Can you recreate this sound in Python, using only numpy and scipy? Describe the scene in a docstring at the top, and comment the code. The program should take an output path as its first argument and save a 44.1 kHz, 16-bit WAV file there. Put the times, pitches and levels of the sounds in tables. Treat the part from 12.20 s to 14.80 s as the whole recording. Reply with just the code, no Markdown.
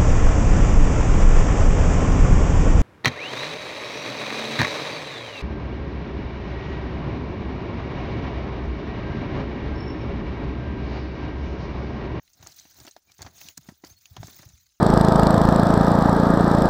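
"""In an open field, a donkey bucks and kicks on dry ground littered with straw.
Its weight thuds into the earth, and its hooves knock, clop and scuff the soil.
Dry stalks snap, rustle and tinkle under them while the ground rumbles dully.
Behind it are a few tiny chirps and the faint air. There are no walls to echo."""
import sys
import numpy as np
from scipy import signal
from scipy.fft import rfft, irfft
from scipy.io import wavfile
from scipy.ndimage import uniform_filter1d

SR = 44100
rng = np.random.default_rng(int(sys.argv[2]) if len(sys.argv) > 2 else 0)


def to_wav(s):
    """Save 16-bit WAV."""
    ch = np.atleast_2d(s).T  # columns
    pcm = np.round(np.clip(ch, -1, 1) * 32767)  # PCM
    wavfile.write(sys.argv[1], SR, pcm.astype(np.int16))


N = 114660  # 2.6 seconds
TOP_HZ = 15850  # upper edge of the rustle and of the microphone


# The donkey's weight landing: start_s, level_db, pitch_hz
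LANDINGS = [(0.199, -47, 90), (0.233, -48, 86), (0.608, -46.5, 104), (0.669, -56, 170), (0.988, -45.5, 147),
            (1.004, -40, 88), (1.044, -39, 85), (1.067, -43, 263), (1.25, -47.5, 194), (1.377, -42.5, 273),
            (1.386, -42.5, 146), (1.486, -33, 197), (1.52, -43.5, 270), (1.637, -34.5, 310),
            (1.707, -44, 88.6), (1.908, -39.5, 82), (1.978, -36.5, 107), (1.996, -29.5, 107),
            (2.029, -34, 327), (2.041, -36.5, 128), (2.193, -43, 143), (2.258, -38, 91), (2.33, -46, 70)]

def thuds():
    """The earth gives under each landing and swings for about two cycles."""
    out = np.zeros(N)
    for start_s, level_db, pitch_hz in LANDINGS:
        cycles = np.minimum(since(start_s) * pitch_hz, 20)
        progress = cycles / 0.68  # 1 at the top of the swell
        swell = (progress * np.exp(1 - progress)) ** 2.5
        out += from_db(level_db) * swell * np.sin(2 * np.pi * cycles)
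    return out


# Hooves striking soil: start_s, level_db, fade_s
HOOF_STRIKES = [(0.225, -49, 0.067), (0.262, -48.5, 0.11), (0.452, -50.5, 0.031), (.649, -46.5, 0.051),
                (.674, -43.5, 0.053), (0.7658, -54, 0.053), (0.991, -49, 0.063), (1.007, -45.5, 0.079),
                (1.0247, -44.5, 0.029), (1.047, -49.5, 0.1), (1.063, -42.5, 0.072), (1.213, -51, 0.03),
                (1.376, -45.5, 0.027), (1.487, -44, 0.057), (1.6379, -42.5, 0.053), (1.9655, -38, 0.044),
                (2.0294, -39.5, 0.031), (2.081, -45.5, 0.053), (2.190, -52, 0.073), (2.229, -50, 0.073)]
# The tone of crushed soil: pitch_hz, level_db
SOIL_TONE = [(120, -2.5), (300, 7), (700, 5.5), (1100, 0.5), (1800, -1), (2600, -8.5), (6000, -10.5),
             (16000, -69)]

def knocks():
    """Each hoof crushes soil in a short, dull crunch."""
    crunch = steady(colour(rng.standard_normal(N), SOIL_TONE), samples=220)
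    loudness = sum(from_db(level_db + 1) * burst(start_s, rise_s=0.00079, fade_s=fade_s)
                   for start_s, level_db, fade_s in HOOF_STRIKES)
    return crunch * loudness


# Hooves meeting hard ground: start_s, level_db, pitch_hz
HARD_STEPS = [(.6745, -64, 536), (0.7645, -44, 655), (2.0308, -41.5, 685)]
# The notes that ring together in a hoof: pitch_ratio, level_db, fade_s
HOOF_NOTES = [(.56, 1.5, 0.014), (1, 11, 0.013), (1.47, 3.5, 0.015), (2.6, -1, .014)]

def clops():
    """A hoof rings briefly on hard ground; neighbouring notes start in opposite directions."""
    out = np.zeros(N)
    for start_s, level_db, pitch_hz in HARD_STEPS:
        t = since(start_s)
        for k, (pitch_ratio, note_db, fade_s) in enumerate(HOOF_NOTES):
            note = (-1) ** k * np.sin(2 * np.pi * pitch_hz * pitch_ratio * t)
            out += from_db(level_db + note_db) * fade(t, fade_s) * note
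    return out


# Dry stalks breaking: start_s, level_db, pitch_hz
STALK_BREAKS = [(.077, -48, 2800), (0.133, -47.5, 6500), (0.227, -38.5, 4100), (0.2705, -27.5, 5450),
                (0.397, -35, 4900), (0.601, -36, 5600), (.650, -41, 6900), (0.667, -34, 4440),
                (0.680, -31, 3340), (0.711, -38, 5550), (0.7641, -39, 4350), (0.918, -40, 4070),
                (.982, -44, 5500), (1.0193, -25.5, 5400), (1.0259, -30, 4900), (1.0644, -42, 3300),
                (1.182, -41, 5300), (1.2143, -30.5, 2880), (1.2862, -25.5, 3940), (1.373, -33.5, 5300),
                (1.3764, -25, 5860), (1.491, -45, 5700), (1.647, -34, 5400), (1.670, -40, 5100),
                (1.856, -33.5, 3720), (1.9658, -28, 3240), (2.034, -40, 5300), (2.07, -35, 5130),
                (2.145, -44, 5360), (2.289, -44, 5730)]

def snaps():
    """Each stalk cracks in a burst of splinters around its own rough pitch."""
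    out, noise = np.zeros(N), rng.standard_normal(N)
    usual_db = np.mean([level_db for _, level_db, _ in STALK_BREAKS])
    spread = 2 ** 0.43  # 0.43 octaves to each side
    for start_s, level_db, pitch_hz in STALK_BREAKS:
        harder_db = level_db - usual_db
        body = unit_level(keep_between(noise, pitch_hz / spread, pitch_hz * spread))
        splinters = from_db(-12 + 0.22 * harder_db) * noise[::-1]  # harder snaps are brighter
        fade_s = 0.022 * 2 ** (-harder_db / 25)  # and die away sooner
        crack = steady(patchy(body + splinters), samples=64)  # each stalk favours its own pitches
        out += from_db(level_db - 9) * burst(start_s, rise_s=0.00025, fade_s=fade_s) * crack
    return out


# The tone of dry straw: pitch_hz, level_db
STRAW_TONE = [(800, -16), (1600, -3), (2800, -2.5), (4000, 4), (6000, 3), (7200, -2.5), (8500, -7),
              (13000, -8), (16000, 1.5)]

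def rustle(straw_gain):
    """Straw crackles in clumps of tiny clicks; blades of each size also come and go on their own."""
    crackle = np.zeros(N)
    edges_hz = np.geomspace(1000, TOP_HZ, num=22)
    clumps_db = 2.82 * drift(per_s=90)
    for low_hz, high_hz in zip(edges_hz, edges_hz[1:]):
        clicks = grains(per_s=4000, spread_db=3.2)
        flutter_db = 4 * drift(per_s=90)
        crackle += keep_between(clicks * from_db(clumps_db + flutter_db), low_hz, high_hz)
    return from_db(-3) * straw_gain * steady(colour(crackle, STRAW_TONE), samples=1800)


def pings(straw_gain):
    """Brief high tones tinkle in the straw, as strong as the stirring that sets them off."""
    per_s, low_hz, high_hz = 150, 3550, 15800
    out, t = np.zeros(N + SR), np.arange(SR // 5) / SR
    for when, height, size in rng.random((int(per_s * N / SR), 3)):
        start = int(when * N)
        pitch_hz = low_hz * (high_hz / low_hz) ** height
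        tone_db = np.interp(pitch_hz, *np.transpose(STRAW_TONE))
        gain = straw_gain[start] * size ** 2 * from_db(tone_db)
        out[start:start + len(t)] += gain * fade(t, fade_s=0.097) * np.sin(2 * np.pi * pitch_hz * t)
    return from_db(-11.5) * straw_gain.std() * unit_level(out[:N])


def scuff(soil_gain):
    """Crumbs of soil grind under the hooves."""
    clicks = grains(per_s=1800, spread_db=3.5)
    flutter = from_db(2.5 * drift(per_s=70))
    return from_db(-1.5) * soil_gain * steady(colour(clicks * flutter, SOIL_TONE), samples=1300)


# The tone of shaking ground: pitch_hz, level_db
EARTH_TONE = [(25, -18), (45, 0), (80, 11.5), (130, 3.5), (200, -2), (320, -25), (700, -34)]

def rumble(soil_gain):
    """The ground shakes under dragging feet and after landings, most and longest after deep ones."""
    usual_hz = np.median([pitch_hz for _, _, pitch_hz in LANDINGS])
    power = (from_db(-2.5) * soil_gain) ** 2
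    for start_s, level_db, pitch_hz in LANDINGS:
        depth = usual_hz / pitch_hz
        shake = min(depth, 1) * burst(start_s, rise_s=0.014, fade_s=0.2 * depth)
        power += (from_db(level_db - 18) * shake) ** 2
    return np.sqrt(power) * steady(colour(rng.standard_normal(N), EARTH_TONE), samples=1800)


# Feet dragging through straw and soil: time_s, straw_db, soil_db
FOOT_DRAG = [(0, -66.5, -75), (.13, -65, -79.5), (.21, -61.5, -58), (.29, -52, -61.5), (.36, -54, -72),
             (.40, -47.5, -65), (.44, -58.5, -71.5), (.545, -55.5, -68), (.61, -54.5, -52.5),
             (.69, -57, -78), (.84, -72, -82.5), (.90, -64, -63.5), (.96, -63.5, -85), (1.03, -56, -57.5),
             (1.12, -64.5, -65), (1.20, -47.5, -63), (1.30, -50.5, -58.5), (1.345, -65.5, -85),
             (1.47, -57.5, -62), (1.52, -60, -61.5), (1.555, -65.5, -80), (1.625, -68.5, -77.5),
             (1.66, -53, -56.5), (1.727, -57.5, -66.5), (1.755, -66.5, -79), (1.82, -60.5, -81.5),
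             (1.99, -61.5, -59.5), (2.05, -51.5, -57.5), (2.21, -52, -65.5), (2.275, -59, -63.5),
             (2.41, -62, -87), (2.6, -71.5, -85.5)]

def stirred_ground():
    """Dragging feet set how loudly the straw rustles and tinkles and the soil grinds and shakes."""
    time_s, straw_db, soil_db = np.transpose(FOOT_DRAG)
    straw_gain = from_db(np.interp(since(0), time_s, straw_db))
    soil_gain = from_db(np.interp(since(0), time_s, soil_db))
    return rustle(straw_gain) + pings(straw_gain) + scuff(soil_gain) + rumble(soil_gain)


# Tiny whistles: middle_s, level_db, pitch_hz, glide_octaves_per_s
WHISTLES = [(0.897, -59.5, 2295, -2.5), (1.28, -54, 5850, -3), (1.715, -57.5, 6400, 1),
            (1.775, -58, 4350, 2)]

def chirps():
    """Short, slightly wavering whistles glide as they swell and fade."""
    out, waver_hz = np.zeros(N), 68 * drift(per_s=300)
    for middle_s, level_db, pitch_hz, glide in WHISTLES:
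        t = since(0) - middle_s
        sliding_hz = pitch_hz * 2 ** np.clip(glide * t, -1, 1) + waver_hz
        swell = np.exp(-(t / 0.013) ** 2)
        out += from_db(level_db) * swell * np.sin(2 * np.pi * np.cumsum(sliding_hz) / SR)
    return out


# The tone of the open air: pitch_hz, level_db
AIR_TONE = [(70, 20), (170, -9), (1200, -11.5), (6000, -36), (16000, -14)]

def air():
    """The air of the field is a faint, even hush."""
    return from_db(-76.5) * colour(rng.standard_normal(N), AIR_TONE)


def from_db(db):
    """Turn decibels into a number to multiply by."""
    return 10 ** (np.asarray(db) / 20)


def unit_level(sound):
    """Scale a sound so its average level (rms) is 1."""
    return sound / np.sqrt(np.mean(sound ** 2) + 1e-20)


def steady(noise, samples):
    """Hold the level of a noise at 1 over each short run of samples."""
    return noise / np.sqrt(uniform_filter1d(noise ** 2, samples) + 1e-9)


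def since(start_s):
    """Seconds since a moment, zero before it."""
    return np.maximum(np.arange(N) / SR - start_s, 0)


def fade(t, fade_s):
    """Die away from 1, losing 60 dB every fade_s seconds until far too quiet to hear."""
    return np.exp(-np.minimum(np.log(1000) * t / fade_s, 10 * np.pi))


def burst(start_s, rise_s, fade_s):
    """Rise quickly to 1, then die away."""
    t = since(start_s)
    shape = (1 - np.exp(-t / rise_s)) * fade(t, fade_s)
    return shape / (shape.max() + 1e-12)


def drift(per_s):
    """Wander around zero by about 1, turning per_s times a second."""
    turns = rng.standard_normal(2000)
    return unit_level(np.interp(since(0) * per_s, np.arange(len(turns)), turns))


def grains(per_s, spread_db):
    """Random clicks of uneven size."""
    sizes = from_db(spread_db * np.minimum(rng.exponential(1, N), 5))
    signs = rng.choice([-1, 1], N)
    return sizes * signs * (rng.random(N) < per_s / SR)


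def all_hz():
    """The pitches that rfft splits a sound into."""
    return np.maximum(np.arange(N // 2 + 1) * SR / N, 1)


def colour(sound, tone):
    """Shape a sound's lows and highs with a tone table; the result has level 1."""
    pitch_hz, level_db = np.transpose(tone)
    gain_db = np.interp(np.log(all_hz()), np.log(pitch_hz), level_db)
    return unit_level(irfft(rfft(sound) * from_db(gain_db), N))


def patchy(noise, patches=60, spread_db=5):
    """Make random patches of pitch louder or softer."""
    patch_db = spread_db * rng.standard_normal(patches)
    gain_db = np.interp(all_hz(), np.linspace(0, SR / 2, patches), patch_db)
    return irfft(rfft(noise) * from_db(gain_db), N)


def keep_between(sound, low_hz, high_hz):
    """Let through mainly the pitches between two limits."""
    return signal.sosfilt(signal.butter(2, [low_hz, high_hz], "band", fs=SR, output="sos"), sound)


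def scene():
    """Hooves, soil and straw over the faint air of the field, in one channel."""
    return (thuds() + knocks() + clops() + snaps() + stirred_ground() + chirps() + air())[None]


# The microphone's peaks and dips: pitch_hz, width_octaves, level_db
MIC_BUMPS = [(482, 0.18, -8.5), (3010, 0.1, -1.5), (6530, 0.096, 6.5), (15100, 0.028, 11)]

def record(dry):
    """A small microphone adds a few peaks and dips, thins the bass and cuts the very top."""
    gain_db = sum(level_db * np.exp(-0.5 * (np.log2(all_hz() / pitch_hz) / width_octaves) ** 2)
                  for pitch_hz, width_octaves, level_db in MIC_BUMPS)
    coloured = irfft(rfft(dry) * from_db(gain_db), N)
    thinned = signal.sosfilt(signal.butter(2, 59.5, "high", fs=SR, output="sos"), coloured)
    return signal.sosfilt(signal.ellip(12, 0.2, 70, TOP_HZ, fs=SR, output="sos"), thinned)


dry = scene()
out = record(dry)
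to_wav(out)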